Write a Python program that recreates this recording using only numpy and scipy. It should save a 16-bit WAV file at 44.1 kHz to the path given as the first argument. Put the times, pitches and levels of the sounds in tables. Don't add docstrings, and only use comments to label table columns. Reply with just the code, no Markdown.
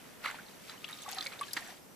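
import sys
import numpy as np
from scipy import signal
from scipy.fft import rfft, irfft, next_fast_len
from scipy.io import wavfile
from scipy.ndimage import uniform_filter1d

SR = 44100
rng = np.random.default_rng(int(sys.argv[2]) if len(sys.argv) > 2 else 0)


def volts_from_db(level):
    exponent = np.asarray(level, float) / 20
    return 10 ** exponent


def pcm_store(signal):
    levels = np.round(np.clip(np.atleast_2d(signal), -1, 1) * 32767)
    wavfile.write(sys.argv[1], SR, levels.astype(np.int16).T)


N = 85995

# (time [s], level [dB], treble gain [dB])
SLOSH_COURSE = [(0, -53, -4), (0.169, -59.5, -6), (.23, -47.5, -5), (.4, -54, -7.5), (.64, -61.5, 2),
                (.7, -59, 5), (.76, -60.5, 2), (0.899, -56, 2), (.97, -59.5, 4), (1.12, -54, 2),
                (1.22, -47.5, -0.5), (1.37, -49.5, -6.5), (1.5, -54.5, 3), (1.61, -47, -4.5),
                (1.71, -49.5, -3.5), (1.78, -60, 3), (1.81, -72, 0), (1.95, -81, -17)]
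# (frequency [Hz], density [dB per Hz])
SLOSH_SPECTRUM = [(350, -10), (600, 0.5), (1200, -1), (1900, 4), (2900, 0.5), (3900, 0.5), (14500, -12.5),
                  (14900, -62)]
# (frequency [Hz], density [dB per Hz])
AIR_SPECTRUM = [(20, -28), (70, -15.5), (190, -3), (700, -10.5), (1300, -15.5), (4000, -23), (14500, -23),
                (14900, -76)]
# (start [s], end [s], level [dB])
CRICKET_TRILLS = [
    (0, 0.18, -72.5),
    (0.37, 0.617, -71),
    (0.696, 0.784, -67),
    (1.3, 1.398, -77),
    (1.633, 1.73, -65),
    (1.87, 1.962, -71),
]
# (start [s], level [dB], rise time [s], T60 [s])
SPLASH_BURSTS = [(0.235, -41, 0.011, 0.21), (0.255, -32.5, 0.0025, 0.035), (0.266, -41.5, 0.0081, 0.22),
                 (0.298, -44, 0.0022, 0.049), (0.31, -45.5, .002, 0.027), (0.341, -50.5, 0.0049, 0.11),
                 (0.684, -54.5, 0.03, 0.38), (.843, -59.5, .002, 0.15), (.885, -49.5, 0.0089, 0.15),
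                 (1.084, -44.5, 0.0054, 0.1), (1.167, -48.5, 0.0018, 0.16), (1.26, -46, 0.0019, 0.027),
                 (1.318, -45.5, .01, 0.087), (1.41, -42, 0.0019, 0.037), (1.428, -46.5, .005, 0.043),
                 (1.566, -35.5, 0.0023, 0.092)]
# (frequency [Hz], density [dB per Hz])
SPLASH_SPECTRUM = [(680, -20), (860, -4), (2100, -4), (3000, -11.5), (4200, -11), (5500, -21),
                   (14500, -31.5), (14900, -70)]
# (time [s], peak level [dB])
DROP_IMPACTS = [(0.2454, -44), (0.2592, -32), (0.2596, -38), (.312, -37), (.3255, -45), (.385, -44),
                (.6835, -36), (0.8435, -28.5), (0.8897, -34), (.9285, -40), (1.0905, -41), (1.1164, -36),
                (1.1235, -31), (1.129, -32), (1.1667, -34), (1.1852, -38), (1.2083, -37), (1.262, -47),
                (1.3905, -47), (1.5681, -38), (1.724, -44)]
# (time [s], peak level [dB], pitch [Hz], T60 [s])
LARGE_BUBBLES = [(0.246, -32.5, 1355, 0.016), (0.259, -26.5, 1950, 0.016), (0.286, -38.5, 1430, 0.027),
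                 (0.343, -38.5, 940, 0.0085), (0.387, -39.5, 1440, 0.02), (0.694, -43.5, 1325, 0.01),
                 (0.716, -45, 1980, 0.016), (0.903, -50, 1290, 0.045), (1.061, -39.5, 1127, 0.057),
                 (1.079, -38, 799, 0.046), (1.127, -44, 780, 0.051), (1.167, -41, 762, 0.11),
                 (1.185, -39, 1238, 0.055), (1.22, -42.5, 2080, 0.025), (1.2618, -34, 2220, 0.035),
                 (1.276, -39, 2230, 0.012), (1.334, -43, 2420, 0.018), (1.411, -42, 1155, 0.016),
                 (1.43, -42.5, 1145, 0.044), (1.483, -47, 1680, 0.051), (1.5655, -34.5, 1630, 0.015),
                 (1.723, -46, 724, 0.014)]
# (middle [s], peak level [dB], pitch [Hz], length [s])
AIR_POCKETS = [(0.2616, -27.5, 1220, 0.0042), (0.2754, -38, 1300, .007), (0.2771, -42, 3970, 0.0048),
               (0.28, -36, 2080, 0.0097), (0.2902, -41, 1500, 0.0069), (0.2943, -45, 1162, .008),
               (0.3015, -37, 2100, 0.0053), (0.3125, -41, 1400, 0.0044), (0.3135, -39, 2090, .004),
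               (0.33, -45, 2200, .003), (0.355, -45, 2250, 0.0056), (0.398, -48.5, 1550, 0.017),
               (0.696, -47.5, 4920, 0.0048), (0.742, -47.5, 1105, .006), (0.78, -49, 3030, 0.0053),
               (0.882, -41, 3200, 0.0036), (0.888, -43, 1700, 0.0029), (0.906, -46.5, 1900, 0.0094),
               (0.931, -37.5, 3840, .008), (1.0915, -45, 3630, .005), (1.092, -40, 777, .01),
               (1.182, -39.5, 1780, .004), (1.194, -47.5, 4048, .014), (1.2114, -31.5, 3480, 0.0046),
               (1.226, -41, 3488, .004), (1.232, -42, 4940, 0.0031), (1.2634, -40, 3700, 0.0048),
               (1.2741, -39, 2010, 0.00586), (1.329, -44, 2282, 0.0048), (1.3923, -40.5, 3660, 0.0047),
               (1.4023, -43, 570, 0.0047), (1.4143, -43.5, 2210, 0.0096), (1.4196, -30.5, 1145, 0.019),
               (1.436, -42.5, 2580, .01), (1.427, -49, 2950, 0.0039), (1.5685, -35.5, 3860, 0.0036),
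               (1.5699, -38.5, 4830, 0.0058), (1.5711, -30, 2057, .005), (1.575, -29, 1800, .005),
               (1.62, -49.5, 722, .012), (1.626, -47, 1846, 0.019), (1.693, -50.5, 716, .012),
               (1.846, -59, 208, 0.022)]
# (time [s], peak level [dB], pitch [Hz], left minus right [dB])
SPRAY_TICKS = [(0.3112, -37.5, 6900, -10), (0.8866, -36.5, 10900, -6), (0.9106, -30, 10200, 4),
               (1.0202, -32, 7750, -14), (1.0274, -34, 9100, 2), (1.0347, -34, 6130, 8),
               (1.0894, -30.5, 6360, 18), (1.1095, -34, 6260, 6.5), (1.1146, -29, 11750, 13),
               (1.1228, -33, 6000, 18), (1.129, -27.5, 6300, 1), (1.148, -27, 9380, -2),
               (1.2533, -32, 8850, -4), (1.268, -30, 6900, 6), (1.4116, -27, 8640, -5),
               (1.5327, -19, 10560, 7.5), (1.5364, -30, 6480, 21), (1.6082, -37, 8630, -17)]
# (time [s], peak level [dB], pitch [Hz], T60 [s])
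SMALL_DROPS = [(0.4645, -50.5, 4140, 0.016), (0.4846, -47.5, 3740, 0.015), (0.6965, -38, 3810, 0.012),
               (0.844, -34, 2760, 0.015), (0.8477, -35.5, 3260, 0.0094), (0.9289, -39.5, 3730, 0.01),
               (0.9872, -43.5, 3370, 0.012), (1.0266, -44, 3510, 0.037), (1.115, -40, 3950, 0.004),
               (1.1287, -35, 4080, 0.0067), (1.1327, -30, 5000, 0.0046), (1.1528, -56, 3360, 0.011),
               (1.1667, -43, 4100, 0.011), (1.1847, -26, 3930, 0.012), (1.2085, -31, 4050, 0.013),
               (1.2259, -37.5, 4840, 0.012), (1.2332, -43.5, 3600, 0.019), (1.2534, -45.5, 4660, 0.015),
               (1.268, -29.5, 4070, 0.0072), (1.394, -38.5, 4050, 0.013), (1.4302, -40.5, 3390, 0.017),
               (1.4374, -43, 3050, 0.04), (1.4813, -43.5, 4040, 0.028), (1.51, -43.5, 3700, 0.039),
               (1.5325, -31.5, 4900, 0.015)]
# (time [s], peak level [dB], pitch [Hz], T60 [s])
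HOLLOW_GULPS = [
    (1.255, -50.5, 540, 0.29),
    (1.05, -48, 840, 0.035),
]

DROP_PAN_DB, BUBBLE_PAN_DB = 2.5, 1
BUBBLE_GLIDE, BUBBLE_RISE_CYCLES = 0.022, 1.5


def level(x, db):
    return x * volts_from_db(db) / np.sqrt(np.mean(x ** 2))


def decay(t, t60):
    return np.exp(-np.log(1000) * t / t60)


def colour(x, points):
    p, n = np.array(points), next_fast_len(N)
    f = np.maximum(np.arange(n // 2 + 1) * SR / n, 1)
    gain_db = np.interp(np.log(f), np.log(p[:, 0]), p[:, 1])
    return irfft(rfft(x, n) * volts_from_db(gain_db), n)[..., :N]


def walk(rate):
    k = int(SR / rate)
    held = np.repeat(rng.standard_normal(N // k + 1), k)
    return 1.8 * uniform_filter1d(uniform_filter1d(held, k), k)[:N]


def gate(start, end):
    t = np.arange(N) / SR
    return np.clip(np.minimum(t - start, end - t) / 0.037, 0, 1)


def add(out, s, x, pan_db):
    i = max(int(s * SR), 0)
    x = x[:max(N - i, 0)]
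    out[:, i:i + len(x)] += x * volts_from_db(np.array([[pan_db], [-pan_db]]) / 2)


def bubble(hz, t60, glide, rise):
    t = np.arange(int(t60 * SR) + 20) / SR
    env = (1 - np.exp(-t * hz / rise)) ** 2 * decay(t, t60)
    return env / env.max() * np.sin(2 * np.pi * hz * (t + glide * t ** 2 / t60))


def crack(hz, width, t60, noise):
    t = np.arange(len(noise)) / SR
    edges = [hz * (1 - width), min(hz * (1 + 1.5 * width), 16000)]
    band = signal.butter(2, edges, "band", fs=SR, output="sos")
    x = signal.sosfilt(band, noise * decay(t, t60))
    return x / abs(x).max()


def swarm(count, cycles, scatter_db, hiss_db, points):
    out, n = np.zeros((2, N)), next_fast_len(N)
    for when, size, strength, side in rng.random((count, 4)):
        hz = 500 * 28 ** size
        gain = volts_from_db(-scatter_db * np.log(strength + 0.00047)) * np.sqrt(hz)
        add(out, when * N / SR, gain * bubble(hz, cycles / hz, 0.13, 1.8), 9 * (side - 0.5))
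    power = uniform_filter1d(abs(rfft(out[0], n)) ** 2, size=600)
    grains = irfft(rfft(out, n) / np.sqrt(power + 1e-9), n)[:, :N]
    hiss = rng.standard_normal(N) + 1.08 * rng.standard_normal((2, N))
    hiss = level(hiss * volts_from_db(0.92 * walk(39.7)), hiss_db)
    return level(colour(level(grains, 0) + hiss, points), 0)


def slosh():
    course, t = np.array(SLOSH_COURSE), np.arange(N) / SR
    wet = swarm(count=3000, cycles=16, scatter_db=1.5, hiss_db=1, points=SLOSH_SPECTRUM)
    low = signal.sosfilt(signal.butter(2, 2900, fs=SR, output="sos"), wet)
    treble_db = np.interp(t, course[:, 0], course[:, 2])
    wet = low + (wet - low) * volts_from_db(treble_db)
    return wet * volts_from_db(np.interp(t, course[:, 0], course[:, 1]) + 1.5 * walk(25))


def air():
    noise = rng.standard_normal((2, N)) + 0.42 * rng.standard_normal(N)
    return level(colour(noise, AIR_SPECTRUM), -54.5) * volts_from_db(0.5 * walk(1.3))


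def cricket():
    t, pitch_hz = np.arange(N) / SR, 5891
    trill = sum(volts_from_db(db) * gate(start, end) for start, end, db in CRICKET_TRILLS)
    trill = trill * volts_from_db(0.63 * walk(52.1))
    return np.sqrt(2) * trill * np.sin(2 * np.pi * pitch_hz * t + 0.27 * walk(32))


def splashes():
    t, power = np.arange(N) / SR, 0
    for s, db, rise, t60 in SPLASH_BURSTS:
        age = np.maximum(t - s, 0)
        shape = (1 - np.exp(-age / rise)) * decay(age, t60)
        power = power + (volts_from_db(db) * shape / shape.max()) ** 2
    churn = swarm(count=5000, cycles=14, scatter_db=1.8, hiss_db=-3, points=SPLASH_SPECTRUM)
    return np.sqrt(power) * churn


def snaps():
    out = np.zeros((2, N))
    for s, db in DROP_IMPACTS:
        add(out, s, volts_from_db(db) * bubble(3200, 0.00081, 0, 0.18), DROP_PAN_DB)
    return out


def bubbles():
    out = np.zeros((2, N))
    for s, db, hz, t60 in LARGE_BUBBLES:
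        ring = bubble(hz, t60, BUBBLE_GLIDE, BUBBLE_RISE_CYCLES)
        add(out, s, volts_from_db(db) * ring, BUBBLE_PAN_DB)
        add(out, s, volts_from_db(db - 14) * crack(hz, 0.25, t60, rng.standard_normal(1500)), BUBBLE_PAN_DB)
    return out


def pockets():
    out = np.zeros((2, N))
    for middle, db, hz, length in AIR_POCKETS:
        t = np.arange(int(length * SR)) / SR
        swell = np.sin(np.pi * t / length)
        add(out, middle - length / 2, volts_from_db(db) * swell * np.sin(2 * np.pi * hz * t), 1)
    return out


def ticks():
    out = np.zeros((2, N))
    for s, db, hz, pan_db in SPRAY_TICKS:
        add(out, s, volts_from_db(db - 10) * crack(hz, 0.22, 0.009, rng.standard_normal(1500)), pan_db)
        add(out, s, volts_from_db(db - 9.5) * bubble(hz, 0.0027, 0.11, 2.7), pan_db)
    return out


def drops():
    out = np.zeros((2, N))
    for s, db, hz, t60 in SMALL_DROPS:
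        spatter = crack(hz, 0.2, 2 * t60, rng.standard_normal(1500))
        add(out, s, volts_from_db(db - 1) * bubble(hz, t60, 0.079, 1.0), DROP_PAN_DB)
        add(out, s, volts_from_db(db - 4) * spatter, DROP_PAN_DB)
    return out


def whine():
    phase = 2 * np.pi * 1235 * np.arange(N) / SR
    tone = np.sin(phase) + volts_from_db(-2.5) * np.sin(3 * phase)
    return np.sqrt(2) * volts_from_db(-64 + 2 * walk(23.36)) * gate(0.8, 1.25) * tone


def gulps():
    out = np.zeros((2, N))
    for s, db, hz, t60 in HOLLOW_GULPS:
        add(out, s, volts_from_db(db) * bubble(hz, t60, BUBBLE_GLIDE, BUBBLE_RISE_CYCLES), 0)
    return out


def slap():
    out, time_s, thud_db = np.zeros((2, N)), 1.566, -49
    add(out, time_s, volts_from_db(thud_db + 17) * crack(2550, 0.71, 0.083, rng.standard_normal(3000)), 0)
    add(out, time_s, volts_from_db(thud_db) * bubble(300, 0.025, 0, 0.96), 0)
    return out


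def bird():
    length_s, start_hz, fall_hz = 0.036, 5950, 1400
    out, t = np.zeros((2, N)), np.arange(int(length_s * SR)) / SR
    phase = 2 * np.pi * (start_hz * t - fall_hz * t ** 2 / (2 * length_s))
    add(out, 1.812, volts_from_db(-66) * np.sin(np.pi * t / length_s) * np.sin(phase), 0)
    return out


def echoes(x, t60, wet_db, gap_s):
    t = np.arange(int(t60 * SR)) / SR
    treble = signal.butter(1, 3000, "high", fs=SR)
    apart = signal.lfilter(*treble, rng.standard_normal((2, len(t))))
    ir = (rng.standard_normal(len(t)) + 1.54 * apart) * decay(t, t60) * (t > gap_s)
    ir = ir * volts_from_db(wet_db) / np.sqrt(np.sum(ir ** 2, axis=1, keepdims=True))
    return x + signal.fftconvolve(x, ir, axes=1)[:, :N]


def ports(x):
    treble = signal.lfilter(*signal.butter(1, 3200, "high", fs=SR), x.mean(axis=0))
    late = np.roll(treble, int(0.0004 * SR))
    return x + volts_from_db(-3.5) * late * np.array([[1], [-1]])


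def scene():
    struck = bubbles() + drops() + gulps() + slap() + ticks() + snaps()
    in_bucket = echoes(struck, t60=0.025, wet_db=-7, gap_s=0.00078)
    water = in_bucket + pockets() + slosh() + splashes()
    in_yard = echoes(water, t60=0.2, wet_db=-16, gap_s=0.0075)
    return ports(in_yard) + cricket() + whine() + bird() + air()


def band_limit(x):
    return signal.sosfilt(signal.butter(12, 15630, fs=SR, output="sos"), x)


def record(dry):
    lowpass = signal.ellip(6, 0.1, 50, 14750, fs=SR, output="sos")
    low = signal.sosfiltfilt(lowpass, dry)
    return band_limit(low + volts_from_db(-20) * (dry - low))


dry = scene()
out = record(dry)
pcm_store(out)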